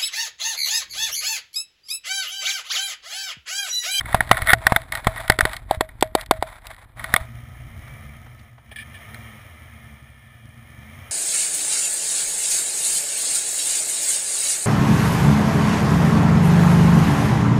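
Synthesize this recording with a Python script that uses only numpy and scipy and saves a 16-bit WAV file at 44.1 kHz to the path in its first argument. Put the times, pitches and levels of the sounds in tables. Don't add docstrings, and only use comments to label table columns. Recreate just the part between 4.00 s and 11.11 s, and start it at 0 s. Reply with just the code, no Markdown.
import sys
import numpy as np
from scipy import signal
from scipy.fft import rfft, irfft, next_fast_len
from scipy.io import wavfile
from scipy.ndimage import map_coordinates

SR = 44100
rng = np.random.default_rng(int(sys.argv[2]) if len(sys.argv) > 2 else 0)


def wav_record(signal):
    frames = np.transpose(np.atleast_2d(signal))
    bounded = np.clip(frames, -1, 1)
    quanta = np.round(bounded * 32767).astype(np.int16)
    wavfile.write(sys.argv[1], SR, quanta)


N = 313551
TIME = np.arange(N) / SR

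# time in seconds, mean firing rate in Hz, boom level in dB.
CAB_ENGINE = [(0, 61.74, -37), (.5, 62.4, -35.5), (.75, 66.05, -42.5), (1.1, 61.9, -42), (1.4, 49.6, -40),
              (1.8, 47.88, -45), (2.35, 47.5, -42.5), (2.52, 47.7, -50), (3.1, 47.2, -50)]
# frequency in Hz, relative level in dB.
CAB_BOOM = [(15, -22.5), (28, 1.5), (45, 5.5), (65, -1.5), (95, -1.5), (120, 0), (150, -15.5), (260, -18),
            (500, -29.5), (1200, -74)]
# frequency in Hz, relative level in dB.
CAB_AIR = [(120, -49.5), (200, -10.5), (462, -15.5), (525, -10), (755, -2.5), (1840, -13.5), (1980, -10),
           (2510, -34.5), (4100, -29), (6130, -53.5), (10000, -30), (13900, -18.5), (15500, -52.5)]
# time in seconds, mean firing rate in Hz, load level in dB.
DRIVE = [(3.25, 59.9, -43), (3.6, 60.14, -44), (3.9, 70.1, -41.5), (4.07, 70.86, -43), (4.2, 60.87, -45),
         (4.43, 60.3, -46), (4.58, 60.54, -53.5), (4.8, 64.9, -45), (5.0, 96.25, -45), (5.17, 113.2, -44.5),
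         (5.35, 104.9, -46), (5.55, 81.83, -46), (5.88, 71.6, -46), (6.15, 66, -50), (6.5, 55.98, -47.5),
         (6.85, 73.77, -44.5), (7.0, 95.3, -45), (7.11, 97.2, -44.5)]
# frequency in Hz, relative level in dB.
EXHAUST = [(25, -51), (48, -25), (65, -1), (105, -1.5), (121, 0), (145, -5.5), (175, -26), (202, -25),
           (223, -1.5), (248, -18.5), (280, -22), (325, -20), (400, -46), (900, -47.5)]
# frequency in Hz, width in Hz, relative level in dB.
BODY_BOOMS = [(117.4, 9.7, -2.5), (221.4, 9.2, 0.5)]
# frequency in Hz, relative level in dB.
WIND = [(15, -42), (30, 5), (70, 10), (130, 9), (190, -14), (400, -26), (1200, -69)]
# frequency in Hz, width in Hz, relative level in dB.
FAN_RESONANCES = [(670, 170, -4), (1250, 260, -3), (1810, 220, 0), (2220, 440, 0), (3080, 380, -8),
                  (5530, 250, -20), (6450, 250, -22), (9000, 400, -18), (9950, 600, -13), (14100, 800, -19),
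                  (15100, 280, -24)]
# frequency in Hz, relative level in dB.
TYRES = [(160, -5), (280, -5), (648, 4.5), (863, -1.5), (1230, 5.5), (1580, -4), (1780, 5), (2320, -22),
         (2660, -58), (3090, -6.5), (4330, -19), (9850, -23.5), (15500, -11.5)]
# start in seconds, level in dB, pitch in Hz.
STONES = [(3.875, -46, 1300), (4.26, -48, 896), (4.39, -56, 3160), (4.579, -48.5, 982), (4.714, -45.5, 642)]
# start in seconds, length before release in seconds, peak in dB.
SCRAPES = [(4.713, 0.016, -39), (4.759, 0.019, -32), (4.785, 0.04, -35.5), (4.941, 0.029, -41)]
# frequency in Hz, width in Hz, relative level in dB.
METAL = [(1761, 69, 11.5), (2342, 150, 4.5), (2470, 80, -5.5), (2890, 220, -4), (3270, 260, -2.5),
         (3800, 640, -17.5), (5000, 750, -21.5), (9300, 1100, -10), (14400, 630, -14)]
# start in seconds, length in seconds, level in dB.
STROKES = [(0.054, 0.23, -39.5), (0.263, 0.25, -35), (0.457, 0.096, -20), (0.579, 0.28, -39),
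           (0.916, 0.09, -33.5), (0.984, 0.33, -42), (1.152, 0.077, -35), (1.222, 0.17, -42),
           (1.402, 0.2, -38), (1.686, 0.093, -39.5), (1.798, 0.07, -49.5), (2.013, .08, -48.5),
           (2.169, 0.075, -36.5), (2.321, 0.089, -45), (2.404, 0.2, -46), (2.61, .17, -46.5),
           (2.77, 0.087, -49.5), (2.961, 0.32, -37.5)]
# frequency in Hz, width in Hz, relative level in dB.
CASE = [(730, 120, -16), (1230, 240, -10), (1480, 140, -8), (1900, 200, 0), (2200, 140, -9),
        (3550, 380, -17), (8450, 480, -24), (10100, 380, -15), (10600, 300, -27), (13950, 450, -18)]
# frequency in Hz, width in Hz, relative level in dB.
CASE_NOTE = [(648.7, 22, 0)]
# frequency in Hz, relative level in dB.
LIGHT_TOUCH = [(400, -21.5), (650, -2.5), (1050, -3.5), (1500, -5.5), (2200, -6), (2800, -23),
               (3600, -13.5), (4500, -23.5), (6000, -35.5), (8200, -22), (9200, -27), (10600, -18),
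               (12000, -32), (14000, -27)]
# frequency in Hz, relative level in dB.
CRACK = [(1200, -14.5), (2600, -3), (3600, 8), (4800, -2.5), (6000, -23), (8400, 1.5), (9400, -31),
         (10300, -6), (12000, -3.5), (13800, -4.5), (15500, -32)]
# time in seconds, tick level in dB, sharp edge in dB before its lift.
TICKS = [(0.0094, -26.5, -54), (0.0577, -32, -75), (0.1284, -27, -54), (0.3293, -25.5, -54.5),
         (0.3455, -30, -64.5), (0.3705, -21.5, -66.5), (0.42, -24, -38), (0.494, -15.5, -57),
         (0.5035, -11.5, -55), (0.9227, -23, -32), (0.9528, -24.5, -34), (1.2799, -30.5, -37),
         (1.3213, -23.5, -40), (1.5667, -35, -35.5), (1.8907, -41, -62), (2.0106, -41, -34),
         (2.212, -45, -35.5), (2.262, -46.5, -46), (2.67, -49, -39), (2.9954, -32, -70),
         (3.0425, -25, -40.5), (5.1449, -38.5, -49)]
# start in seconds, strength in dB, clack pitch in Hz, thud in the mount in dB
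# over the strength, squareness in dB (about 0 is flat on, -25 and below is glancing).
KNOCKS = [(0.145, -9, 943, -3, -16), (0.2059, -21.5, 1710, -4, -23), (0.313, -4.5, 1173, -4, -24.5),
          (0.5326, -11.5, 1700, 0, -29), (0.6675, -14, 1700, -7.5, -14.5), (0.721, -13, 944, -1, -50),
          (0.762, -14.5, 1463, -9.5, -22), (1.0695, -11.5, 1005, -1, -14), (1.2988, -11.5, 1612, 1.5, -2.5),
          (1.3886, -21.5, 1390, -6, -1.5), (1.408, -17.5, 1600, -22, -33), (1.4525, -21, 1494, -2, -2.5),
          (1.71, -19, 696, -6.5, -2.5), (1.8085, -16, 944, -11.5, -2), (2.025, -13.5, 873, -17, 1),
          (2.151, -16, 862, -13.5, 2), (2.3105, -11, 960, -24, -3), (2.4247, -21.5, 860, -12, -4),
          (3.1394, -17.5, 1697, -1, -21), (3.1628, -23.5, 1920, -16, -17)]
# nominal frequency in Hz, mean relative level in dB, t60 in seconds.
RING = [(635, -1, .18), (690, 2, .06), (11360, -28, .22), (12630, -26, .22)]
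# start in seconds, level in dB.
BUMPS = [(0.422, -20.5), (1.083, -23), (1.428, -19), (1.773, -24), (2.39, -29), (3.211, -26.5)]
# frequency in Hz, gain in dB.
PORT = [(11000, 0), (11600, -9), (12400, -9), (13000, -1), (15100, -1), (15600, -18)]
OUTSIDE_FADE_S = (2.95, 2.987)

IDLE_HZ = 60
RUSH_DB, RUSH_DB_PER_OCTAVE = -8, 8
STROKE_RISE, STROKE_FALL = 0.24, 0.34
REST_DB, REST_DB_PER_S = -44, -7
LET_GO_S = 3.26
SNAPS_PER_S, SNAP_DB = 30, -9
RING_DB, RING_GROWS, RING_SQUARE = -16, .4, .15
GLANCING_DB, GLANCING_SHARPENS = -25, .03
TOP_HZ = 15600


def amp(db):
    return 10 ** (np.asarray(db) / 20)


def unit(x):
    return x / np.sqrt(np.mean(x ** 2) + 1e-20)


def blow(x):
    return x / np.sqrt(np.sum(x ** 2) / (SR / 100) + 1e-20)


def noise():
    return rng.standard_normal(N)


def curves(rows):
    s, *cols = np.transpose(rows)
    return [np.interp(TIME, s, c) for c in cols]


def wobble(rate):
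    knots = rng.standard_normal(2048)
    coarse = TIME[::32]
    return np.interp(TIME, coarse, map_coordinates(knots, [coarse * rate], mode="wrap"))


def filtered(x, response):
    m = next_fast_len(len(x) + 4096)
    return irfft(rfft(x, m) * response(np.fft.rfftfreq(m, 1 / SR)), m)[:len(x)]


def coloured(x, points):
    f, db = np.transpose(points)
    return filtered(x, lambda hz: amp(np.interp(np.log(hz + 1), np.log(f), db)))


def resonate(x, modes):
    def body(f):
        total = 0
        for k, (centre, width, db) in enumerate(modes):
            damping = 1j * f * 1.26 * width
            peak = damping / (centre ** 2 - f ** 2 + damping)
            total = total + amp(db) * peak ** 2 * (-1) ** k
        return total
    return filtered(x, body)


def standing_waves(x, share, t60):
    t = np.arange(SR // 20) / SR
    tail = coloured(rng.standard_normal(len(t)) * amp(-60 * t / t60), [(1500, -17), (5000, -4)])
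    return x + share * signal.fftconvolve(x, tail / np.linalg.norm(tail))[:N]


def add(track, s, sound):
    part = track[max(round(s * SR), 0):][:len(sound)]
    part += sound[:len(part)]


def grains(rate, spread_db):
    hit = rng.random(N) < rate / SR
    return unit(hit * noise() * amp(spread_db * noise()))


def burst(t, rise):
    return rng.standard_normal(len(t)) * t / rise * np.exp(-t / rise)


def snap(t, rise):
    slide = burst(t, rise)
    return (t == 0) + slide / np.linalg.norm(slide)


def mode(t, hz, t60, attack):
    return np.sin(2 * np.pi * hz * t) * amp(-60 * t / t60) * (1 - np.exp(-t / attack))


def clack(t, hz, rise):
    return blow(np.sin(2 * np.pi * hz * t) * (t / rise) ** 2 * np.exp(-2 * t / rise))


def firings(speed, uneven, rough):
    phase = np.cumsum(speed * (1 + .007 * wobble(12))) / SR
    at = np.flatnonzero(np.diff(np.floor(phase)))
    bank = np.array([1, -1, 1, 1, -1, 1, -1, -1])
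    pulses = np.zeros(N)
    pulses[at] = 1 + uneven * bank[np.arange(len(at)) % len(bank)] + rough * noise()[:len(at)]
    return pulses - speed / SR, phase


def cab():
    speed, boom_db = curves(CAB_ENGINE)
    pulses, _ = firings(speed, uneven=0.69, rough=.15)
    engine = unit(coloured(pulses, CAB_BOOM))
    ruts = unit(coloured(noise(), CAB_BOOM))
    air = amp(-63.0) * unit(coloured(noise(), CAB_AIR))
    return amp(boom_db) * (engine + ruts / 2 ** .5) + air


def engine_exhaust(pulses, phase):
    drive = unit(pulses) + .7 * noise()
    burble = amp(0.5) * unit(coloured(drive, EXHAUST))
    boom = amp(-15.5) * unit(resonate(drive, BODY_BOOMS))
    harmonics = sum(np.cos(2 * np.pi * k * phase) for k in (2, 3))
    hum = amp(-10) * unit(resonate(harmonics, BODY_BOOMS))
    return burble + boom + hum


def wind():
    wind_db = np.interp(TIME, [4.25, 4.9], [-2, -13]) + 2 * wobble(9)
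    return amp(wind_db) * unit(coloured(noise(), WIND))


def front_rush(speed, phase):
    throb = 1 + 0.26 * np.cos(2 * np.pi * phase)
    fan = unit(resonate(noise() * throb, FAN_RESONANCES)) * amp(1.27 * wobble(41))
    harmonics = sum(np.sin(2 * np.pi * k * phase) for k in (12, 17, 21, 25, 29, 33))
    whine = unit(resonate(harmonics, FAN_RESONANCES))
    grit = unit(coloured(grains(rate=12000, spread_db=1), TYRES))
    rush = standing_waves(amp(-2.5) * fan + amp(-7.0) * whine + amp(-3.5) * grit, share=0.99, t60=0.054)
    return amp(RUSH_DB + RUSH_DB_PER_OCTAVE * np.log2(speed / IDLE_HZ)) * rush


def trail():
    speed, load_db = curves(DRIVE)
    pulses, phase = firings(speed, uneven=0.59, rough=0.74)
    return amp(load_db) * (engine_exhaust(pulses, phase) + wind() + front_rush(speed, phase))


def stones():
    out, t = np.zeros(N), np.arange(SR // 20) / SR
    for s, db, hz in STONES:
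        add(out, s, amp(db) * blow(resonate(burst(t, rise=0.005), [(hz, hz * 0.7, 0)])))
    return out


def scrapes():
    attack, release = .002, .015
    level = np.zeros(N)
    for s, length, db in SCRAPES:
        times = [s, s + attack, s + length, s + length + release]
        level += amp(db) * np.interp(TIME, times, [0.0052, 1, 0.5, 0.021])
    return level * unit(resonate(grains(rate=12000, spread_db=0), METAL))


def pressure():
    level = amp(REST_DB + REST_DB_PER_S * TIME) * (TIME <= LET_GO_S)
    for s, length, db in STROKES:
        done = (TIME - s) / length
        ramps = np.minimum(done / STROKE_RISE, (1 - done) / STROKE_FALL)
        level = level + amp(db) * np.clip(ramps, 0, 1)
    return level


def slips():
    return grains(rate=3000, spread_db=2) * amp(3.2 * wobble(80))


def rubbing():
    level = pressure()
    press = np.clip((20 * np.log10(level + 1e-9) + 39) / 22, .1, .98)
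    hard = unit(standing_waves(resonate(slips(), CASE), share=.5, t60=0.033))
    soft = unit(standing_waves(coloured(slips(), LIGHT_TOUCH), share=0.38, t60=0.3))
    note = unit(resonate(slips(), CASE_NOTE))
    catches = grains(rate=SNAPS_PER_S, spread_db=-2.5)
    snaps = unit(resonate(catches, CASE)) + amp(-7) * unit(coloured(catches, CRACK))
    touch = np.sqrt(press) * hard + np.sqrt(1 - press) * soft
    return level * (touch + amp(-13.5) * note + amp(SNAP_DB) * snaps)


def ticks():
    out, t = np.zeros(N), np.arange(SR // 25) / SR
    for s, db, edge_db in TICKS:
        contact = snap(t, rise=0.0013)
        tick = amp(db) * blow(resonate(contact, CASE))
        edge = amp(edge_db + 1.5) * blow(coloured(contact, CRACK))
        add(out, s - .0005, tick + edge)
    return out


def knock_body(t, clack_hz, hardness):
    shell = amp(6) * hardness ** 3 * blow(resonate(snap(t, rise=0.0005), CASE))
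    wall = amp(-7.5) / hardness * clack(t, hz=760.0, rise=0.0021)
    chatter = amp(-2.5) * hardness * blow(coloured(burst(t, rise=0.0024), LIGHT_TOUCH))
    return clack(t, clack_hz, rise=0.0012) + shell + wall + chatter


def after_ring(t, square_db):
    grip = 1 + GLANCING_SHARPENS * square_db / GLANCING_DB + .004 * rng.standard_normal()
    ring = np.zeros(len(t))
    for hz, db, t60 in RING:
        ring += amp(db + 2 * rng.standard_normal()) * mode(t, hz * grip, t60, attack=.001)
    return ring


def mount_thud(t):
    push = mode(t, hz=69.4, t60=0.022, attack=.0002) + 2.8 * mode(t, hz=168, t60=0.016, attack=0.00019)
    return blow(push + .2 * mode(t, hz=116.8, t60=0.22, attack=0.0011))


def knocks():
    out, t = np.zeros(N), np.arange(SR // 3) / SR
    for s, strength_db, clack_hz, thud_db, square_db in KNOCKS:
        hardness = clack_hz / 1700
        body = knock_body(t, clack_hz, hardness)
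        thud = amp(thud_db) * mount_thud(t)
        hollow = amp(square_db - 1.5) * clack(t, hz=365.5, rise=0.0015)
        crack = amp(square_db) * hardness * blow(coloured(burst(t, rise=0.0011), CRACK))
        ring_db = RING_DB + RING_GROWS * strength_db + RING_SQUARE * square_db
        ring = amp(ring_db) * after_ring(t, square_db)
        add(out, s, amp(strength_db) * (body + thud + hollow + crack) + ring)
    for s, db in BUMPS:
        add(out, s, amp(db) * blow(mode(t, hz=64, t60=0.042, attack=0.0031)))
    return out


def scene():
    outside = np.interp(TIME, OUTSIDE_FADE_S, [0, 1])
    inside = np.interp(TIME, [3.15, 3.27], [1, 0])
    truck = inside * cab() + outside * trail() + scrapes() + stones()
    handling = rubbing() + ticks() + knocks()
    return (truck + handling)[None]


def record(dry):
    heard = coloured(dry[0], PORT)
    clipped = heard / (1 + np.abs(heard) ** 20) ** (1 / 20)
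    return filtered(clipped, lambda hz: 1 / (1 + (hz / TOP_HZ) ** 120))[None]


dry = scene()
out = record(dry)
wav_record(out)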